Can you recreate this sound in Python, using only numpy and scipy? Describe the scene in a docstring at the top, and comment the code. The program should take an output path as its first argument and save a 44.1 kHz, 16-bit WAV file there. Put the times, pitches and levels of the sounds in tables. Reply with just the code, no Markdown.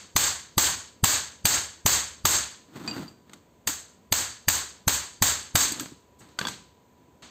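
"""A steel hammer drives the laminated core out of a small transformer, held on a punch over a steel plate.
Each blow is a dull bench thud plus a crack of filtered noise and ringing modes, with a hard-walled workshop's echo.
Steady blows, then the core is dragged round and the punch clinks; a light tap and five more blows follow,
the core tumbles free and the hammer is laid down, over room air and a far machine's faint whine.
A limiter ducks on each blow and recovers about as fast as the room dies, so the echo hangs for a moment."""
import sys
import numpy as np
from scipy import signal
from scipy.fft import rfft, irfft
from scipy.io import wavfile
from scipy.ndimage import uniform_filter1d, minimum_filter1d

SR = 44100
rng = np.random.default_rng(int(sys.argv[2]) if len(sys.argv) > 2 else 0)


def wav_out(sig):
    """Save sig, one row per channel (or a flat mono array), as 16-bit PCM at SR to the path in sys.argv[1]."""
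    wavfile.write(sys.argv[1], SR, np.round(np.clip(np.atleast_2d(sig).T, -1, 1) * 32767).astype(np.int16))


N = 321930
AGE = np.arange(SR) / SR   # seconds since a contact

# Hammer blows. Each row: start in seconds, force in dB, bench thud in dB relative to the force,
# room echo in dB, clang of the spot that is hit in Hz, and that clang's level in dB.
BLOWS = [(-.25, -4, -6.5, 1.5, 1280, -8), (0.162, 8, -10, -8.5, 1210, -6.5),
         (0.579, 7.5, -8, -9, 1206, -0.5), (1.039, 7, -0.5, -7.5, 1295, -6.5),
         (1.453, 7.5, -8.5, -8.5, 1440, -6), (1.86, 7, -6.5, -8, 834, -3.5), (2.252, 7, -10, -7, 1205, 0),
         (3.672, -12.5, -10, -6, 976, -25.5), (4.123, 4, -11, -11, 3540, 2.5),
         (4.483, 5.5, -9.5, -12.5, 1800, -0.5), (4.878, 3.5, -5.5, -10.5, 1560, -9),
         (5.222, 4.5, -5.5, -9, 940, -6), (5.554, 7, -5.5, -10, 1226, -17)]
# Spectrum of the crack. Each row: frequency in Hz, density in dB per Hz.
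CRACK_SPECTRUM = [(60, -9.5), (250, 1.5), (550, -2.5), (850, 7.5), (1300, 0), (2300, 2), (3600, 3),
                  (7500, 6), (12000, 1), (15500, 0)]
# Spectrum a blow sends into the room. Each row: frequency in Hz, density in dB per Hz.
BLOW_ECHO_SPECTRUM = [(40, -12.5), (80, 4), (190, -7), (290, -3.5), (450, -5), (950, 0.5), (1600, 2.5),
                      (2600, -1.5), (4400, 5), (7500, 9), (12000, 0), (15500, 6)]
BLOW_TILT_DB = -0.5   # brightness of every blow, per octave
# Bench and plate rumbling on after a blow. Each row: frequency in Hz, level in dB, t60 in seconds.
BENCH_MODES = [(72.3, -32.5, 0.46), (87.65, -33, 0.29), (271.4, -30.5, 0.17)]
# Broad resonances of core and punch. Each row: frequency in Hz, width in Hz, level in dB.
CORE_PEAKS = [(888, 35, -10.5), (1082, 70, -7), (1250, 20, -15), (1480, 45, -15.5), (1660, 120, -8),
              (4650, 140, -7), (6360, 75, -4.5), (6550, 68, -7.5), (7500, 160, -8)]
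# Loose iron knocking on the plate and in the scrap. Each row: start in seconds, level in dB,
# brightness in dB per octave, room echo in dB, clang in Hz.
KNOCKS = [(2.925, -39, -23, -15, 1320), (2.966, -29, -13, -4, 1450), (3.296, -45, -3.5, -27, 1300),
          (3.334, -35.5, 1.5, -20, 1454), (5.721, -20.5, 11, -18, 4650), (5.797, -21.5, 3, -14, 1280),
          (5.807, -26, 14, -10.5, 1620), (5.858, -32.5, -3.5, -18, 1510), (6.189, -58.5, 10, 9.5, 4620),
          (6.205, -52.5, -5, 8.5, 1630), (6.288, -49, -2, -4.5, 3300), (7.222, -46, -2, 6, 2750)]
# The punch clinks against the core. Each row: start in seconds, level in dB,
# brightness in dB per octave, room echo in dB, clang in Hz.
CLINKS = [(2.877, -27, -4, -14, 2500), (2.912, -35, -9, -21, 2830), (3.08, -51.5, 2, -5, 2650)]
# Ringing of the punch. Each row: frequency in Hz, level in dB, t60 in seconds.
PUNCH_MODES = [(1530, -20, 0.57), (2550, -12, 0.17), (2800, -15, 0.24), (3460, -31, 0.25),
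               (4700, 12, 0.061), (4670, -10, 0.47), (7530, -8, 0.24)]
# The hammer head settles on the plate. Each row: start in seconds, level in dB,
# brightness in dB per octave, room echo in dB, clang in Hz.
HAMMER_DOWN = [(6.389, -20, -1.1, -14.5, 1490), (6.413, -25, -4, -7, 1590), (6.452, -24, -6, -11.5, 1040),
               (6.470, -25, 1.5, -5.5, 1590), (6.484, -29.5, -0.5, -24, 970)]
# Ringing of the hammer head on the plate. Each row: frequency in Hz, level in dB, t60 in seconds.
HAMMER_MODES = [(956, -21, 0.14), (1172, -10, 0.11), (1570, -14.5, 0.27), (3420, 2, 0.024),
                (4550, -1, 0.029), (13222, -36, 0.21), (13240, -28, 0.23)]
# Spectrum of light steel contacts. Each row: frequency in Hz, density in dB per Hz.
CLATTER_SPECTRUM = [(25, -26.5), (70, -8), (140, 2.5), (300, 0), (550, -2), (1200, 3.5), (2500, 2),
                    (4500, 6), (8000, 2), (15000, -19)]
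# The core bumps dully on the plate. Each row: start in seconds, level in dB.
BUMPS = [(2.714, -51), (2.98, -36), (3.327, -50), (3.689, -27), (5.717, -27.5), (5.809, -28.5),
         (5.919, -32.5), (7.079, -40.5)]
# Low modes of the plate under a bump. Each row: frequency in Hz, level in dB, t60 in seconds.
BUMP_MODES = [(142, -2, 0.052), (206, -11, 0.029), (288, 3.5, 0.049), (337, 0, 0.039)]
# Steel dragged over the plate, first the core, at last the hammer.
# Each row: start in seconds, length in seconds, starting level in dB.
DRAGS = [(2.764, 0.25, -37.5), (3.326, 0.01, -46.5), (5.628, 0.016, -35.5), (5.738, 0.085, -38.5),
         (6.417, 0.068, -40)]
DRAG_ATTACK_DB_PER_S, DRAG_SWELL_DB_PER_S, DRAG_RELEASE_DB_PER_S = 298, 25, 178
# Spectrum of the plate rumbling under a drag. Each row: frequency in Hz, density in dB per Hz.
SCRAPE_SPECTRUM = [(40, -27), (90, -9), (190, -1.5), (300, 3.5), (420, -12), (650, -14.5), (1300, -14.5),
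                   (2300, -25.5), (4500, -27), (9000, -36.5)]
# Decay of the room. Each row: frequency in Hz, t60 in seconds.
ROOM_T60 = [(80, 0.54), (300, 0.42), (1000, 0.44), (3000, 0.48), (7000, 0.42), (10000, 0.34), (15000, 0.22)]
# Spectrum of the workshop air. Each row: frequency in Hz, density in dB per Hz.
AIR_SPECTRUM = [(25, -29), (70, 1.5), (130, -6), (215, -3), (300, -6.5), (450, -7), (600, -12),
                (1050, -18.5), (1300, -22), (4000, -29), (7000, -28.5), (10000, -37), (15000, -35.5)]
AIR_DB = -54
# Level of the far machine's whine. Each row: time in seconds, level in dB.
WHINE = [(3.6, -67), (6.0, -64)]
# Stepped treble colour: the edges between bands, each entry in Hz.
TONE_EDGES_HZ = [4750, 6100, 7700, 8550, 9400, 10200, 11570]
# Gain of each band, from below the first edge to above the last, each entry in dB.
TONE_DB = [-4.5, -10.5, -3.5, -2.5, -19, -21, -23, -4]
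CUTOFF_HZ = 15450


def hammering(thud_hz=95, thud_t60=0.048, thud_lead_s=0.0041, thud_rise_s=0.0013, bite_s=0.0011,
              clang_t60=0.026, rebound_s=0.016, rebound_db=-10):
    """Each blow shoves the heavy bench, which thuds and rumbles on, and cracks through the laminations."""
    out = np.zeros(N)
    thud = np.sin(2 * np.pi * thud_hz * AGE) * dying(thud_t60) * (1 - np.exp(-AGE / thud_rise_s))
    bite = 1 - np.exp(-AGE / bite_s)   # the stack of sheets takes a moment to close up
    for s, force_db, thud_db, room_db, clang_hz, clang_db in BLOWS:
        modes = BENCH_MODES + [(clang_hz, clang_db, clang_t60)]
        crack = bite * impact(CRACK_SPECTRUM, BLOW_ECHO_SPECTRUM, modes, BLOW_TILT_DB, room_db,
                              contact_s=0.0049, crack_t60=0.022, snap_db=-3)
        # the core jumps and lands again
        rebound = coloured(rng.standard_normal(SR), CLATTER_SPECTRUM) * dying(0.034)
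        add(out, s - thud_lead_s, amp(force_db + thud_db) * thud)
        add(out, s, amp(force_db) * resonant(crack, CORE_PEAKS))
        add(out, s + rebound_s, amp(force_db + rebound_db) * rebound)
    return out


def impact(crack, echo, modes, tilt_db, room_db, contact_s, crack_t60, snap_db):
    """Steel on steel: a snap, a noisy crack while the parts chatter, a few longer rings, then the room."""
    # the crack holds its level during contact, then dies away
    chatter = np.exp(-np.log(1000) * np.maximum(AGE - contact_s, 0) / max(crack_t60, 1e-3))
    snap = amp(snap_db) * dying(0.0047)
    direct = coloured(rng.standard_normal(SR), crack, tilt_db) * (chatter + snap)
    room = amp(room_db) * workshop_echo(echo, tilt_db)
    return direct + ringing(modes, spread_db=2.5) + room


def ringing(modes, spread_db):
    """Each contact excites every decaying mode with a strength and polarity of its own."""
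    chance = rng.standard_normal((len(modes), 2))
    out = np.zeros(SR)
    for (hz, db, t60), (strength, polarity) in zip(modes, chance):
        gain = amp(db + spread_db * strength) * np.sign(polarity)
        out += gain * dying(t60) * np.sin(2 * np.pi * hz * AGE)
    return out


def resonant(x, peaks):
    """Broad resonances lift their part of whatever passes through the body."""
    out = x.copy()
    for hz, width_hz, db in peaks:
        out += amp(db) * signal.lfilter(*signal.iirpeak(hz, hz / width_hz, fs=SR), x)
    return out


def workshop_echo(spectrum, tilt_db, build_s=0.0037, clump_db=1.3, clump_hz=110):
    """Reflections from the clutter build up in clumps, then die band by band at each band's own rate."""
    bins = rfft(coloured(rng.standard_normal(SR), spectrum, tilt_db))
    centres = np.log([hz for hz, t60 in ROOM_T60])
    log_hz = np.log(freqs(AGE) + 1)
    out = np.zeros(SR)
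    # each share is a triangle that crossfades one band into its neighbours
    for share, (hz, t60) in zip(np.eye(len(centres)), ROOM_T60):
        band = irfft(bins * np.interp(log_hz, centres, share))
        out += band * dying(t60) * amp(clump_db * wander(clump_hz, SR))
    return out * (1 - np.exp(-AGE / build_s))


def light_contacts(events, modes, contact_s, crack_t60, clang_db, clang_t60):
    """Small knocks of one steel part; each spot clangs at its own pitch."""
    out = np.zeros(N)
    for s, level_db, tilt_db, room_db, clang_hz in events:
        rings = modes + [(clang_hz, clang_db, clang_t60)]
        knock = impact(CLATTER_SPECTRUM, CLATTER_SPECTRUM, rings, tilt_db, room_db,
                       contact_s, crack_t60, snap_db=-10.0)
        add(out, s, amp(level_db) * knock)
    return out


def bumping(soft_s=0.0026):
    """A padded, slow contact wakes only the plate's low modes."""
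    out = np.zeros(N)
    soft_onset = 1 - np.exp(-AGE / soft_s)
    for s, level_db in BUMPS:
        add(out, s, amp(level_db) * ringing(BUMP_MODES, spread_db=-3.5) * soft_onset)
    return out


def dragging(slips_per_s=2000, size_db=1.5, grit_db=-18, catch_db=2.0, catch_hz=60):
    """Steel sticks and slips on the rusty plate: random clicks make the plate rumble and the grit crackle."""
    slips = (rng.random(N) < slips_per_s / SR) * rng.choice([-1, 1], N)
    slip_size_db = size_db * np.minimum(rng.exponential(1, N), 4)
    slips = slips * amp(slip_size_db + catch_db * wander(catch_hz, N))
    rumble = coloured(slips, SCRAPE_SPECTRUM)
    grit = amp(grit_db) * coloured(slips, CLATTER_SPECTRUM)
    return drag_pressure() * (rumble + grit)


def drag_pressure():
    """Every drag gets going quickly, swells as the hand bears down, and runs out."""
    t = np.arange(N) / SR
    out = np.zeros(N)
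    for s, length_s, level_db in DRAGS:
        attack = DRAG_ATTACK_DB_PER_S * np.maximum(s - t, 0)
        swell = DRAG_SWELL_DB_PER_S * np.clip(t - s, 0, length_s)
        release = DRAG_RELEASE_DB_PER_S * np.maximum(t - s - length_s, 0)
        out += amp(level_db - attack + swell - release)
    return out


def background():
    """Workshop air, as steady coloured noise, with a far machine's whine in it."""
    return amp(AIR_DB) * coloured(rng.standard_normal(N), AIR_SPECTRUM) + far_whine()


def far_whine(whine_hz=985, width_hz=75):
    """Faint, rough whine of a far machine: noise through a narrow resonance."""
    resonance = signal.iirpeak(whine_hz, whine_hz / width_hz, fs=SR)
    narrow = signal.lfilter(*resonance, signal.lfilter(*resonance, rng.standard_normal(N)))
    # saturation evens the level, so it wavers more in pitch
    whine = signal.lfilter(*resonance, np.tanh(2 * rms_one(narrow)))
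    whine_db = np.interp(np.arange(N) / SR, *np.transpose(WHINE))
    return amp(whine_db) * rms_one(whine)


def amp(db):
    """Decibels to gain."""
    return 10 ** (np.asarray(db) / 20)


def rms_one(x):
    """Scale to unit rms."""
    return x / np.sqrt(np.mean(x ** 2) + 1e-20)


def at_hz(points, hz):
    """Read a table on a log-frequency axis."""
    f, value = np.transpose(points)
    return np.interp(np.log(np.maximum(hz, 1)), np.log(f), value)


def freqs(x):
    """Frequency in Hz of each bin of a signal's spectrum."""
    return np.fft.rfftfreq(len(x), 1 / SR)


def coloured(x, spectrum, tilt_db=0):
    """Filter a signal by a spectrum, tilted per octave above 150 Hz; rms 1."""
    tilt = tilt_db * np.log2(np.maximum(freqs(x), 150))
    return rms_one(irfft(rfft(x) * amp(at_hz(spectrum, freqs(x)) + tilt), len(x)))


def add(track, s, sound):
    """Mix in the part of a sound that falls within the track."""
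    start = round(s * SR)
    track[max(start, 0):start + len(sound)] += sound[max(-start, 0):N - start]


def dying(t60):
    """Free decay after a contact, 60 dB down after t60 seconds."""
    return np.exp(-np.log(1000) * AGE / max(t60, 1e-3))


def wander(rate_hz, count):
    """Random curve of unit spread about 0: straight lines between rate_hz new values a second."""
    knots = rng.standard_normal(2000)
    return np.interp(np.arange(count) * rate_hz / SR, np.arange(len(knots)), knots)


def scene():
    """All the work at the bench, over the workshop's background."""
    core = light_contacts(KNOCKS, [], contact_s=0.0011, crack_t60=0.033, clang_db=-5, clang_t60=0.034)
    punch = light_contacts(CLINKS, PUNCH_MODES, contact_s=0.0011, crack_t60=0.084,
                           clang_db=-4, clang_t60=0.11)
    hammer = light_contacts(HAMMER_DOWN, HAMMER_MODES, contact_s=0.0033, crack_t60=0.013,
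                            clang_db=6, clang_t60=0.027)
    return (hammering() + core + punch + hammer + bumping() + dragging() + background())[None]


def tone_colour(x, low_cut_hz=40, size=1601):
    """A short linear-phase equaliser: a low cut and stepped treble bands."""
    hz = np.linspace(0, SR / 2, size)
    low_cut = hz ** 2 / (hz ** 2 + low_cut_hz ** 2)
    gains = amp(TONE_DB)[np.searchsorted(TONE_EDGES_HZ, hz)] * low_cut
    return signal.fftconvolve(x, signal.firwin2(size, hz, gains, fs=SR, window="blackman"), "same")


def limiter(x, ceiling_db=-10.5, release_db_per_s=150, window_s=0.0022, ahead_s=0.0047):
    """Looks ahead, ducks whatever exceeds the ceiling and recovers at a steady rate."""
    power = uniform_filter1d(x ** 2, max(int(window_s * SR), 1))
    over_db = np.maximum(10 * np.log10(np.maximum(power, 1e-12)) - ceiling_db, 0)
    ramp_db = release_db_per_s * np.arange(N) / SR
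    duck_db = np.maximum.accumulate(over_db + ramp_db) - ramp_db
    reach = max(int(ahead_s * SR), 1)   # samples
    return x * amp(uniform_filter1d(minimum_filter1d(-duck_db, reach), reach))


def record(dry, top=0.54):
    """Tone colour, limiter, rounded peaks, steep top cut."""
    limited = limiter(tone_colour(dry[0]))
    rounded = top * np.tanh(limited / top)
    low_pass = signal.ellip(10, .2, 80, CUTOFF_HZ, fs=SR, output="sos")
    return signal.sosfilt(low_pass, rounded)[None]


dry = scene()
out = record(dry)
wav_out(out)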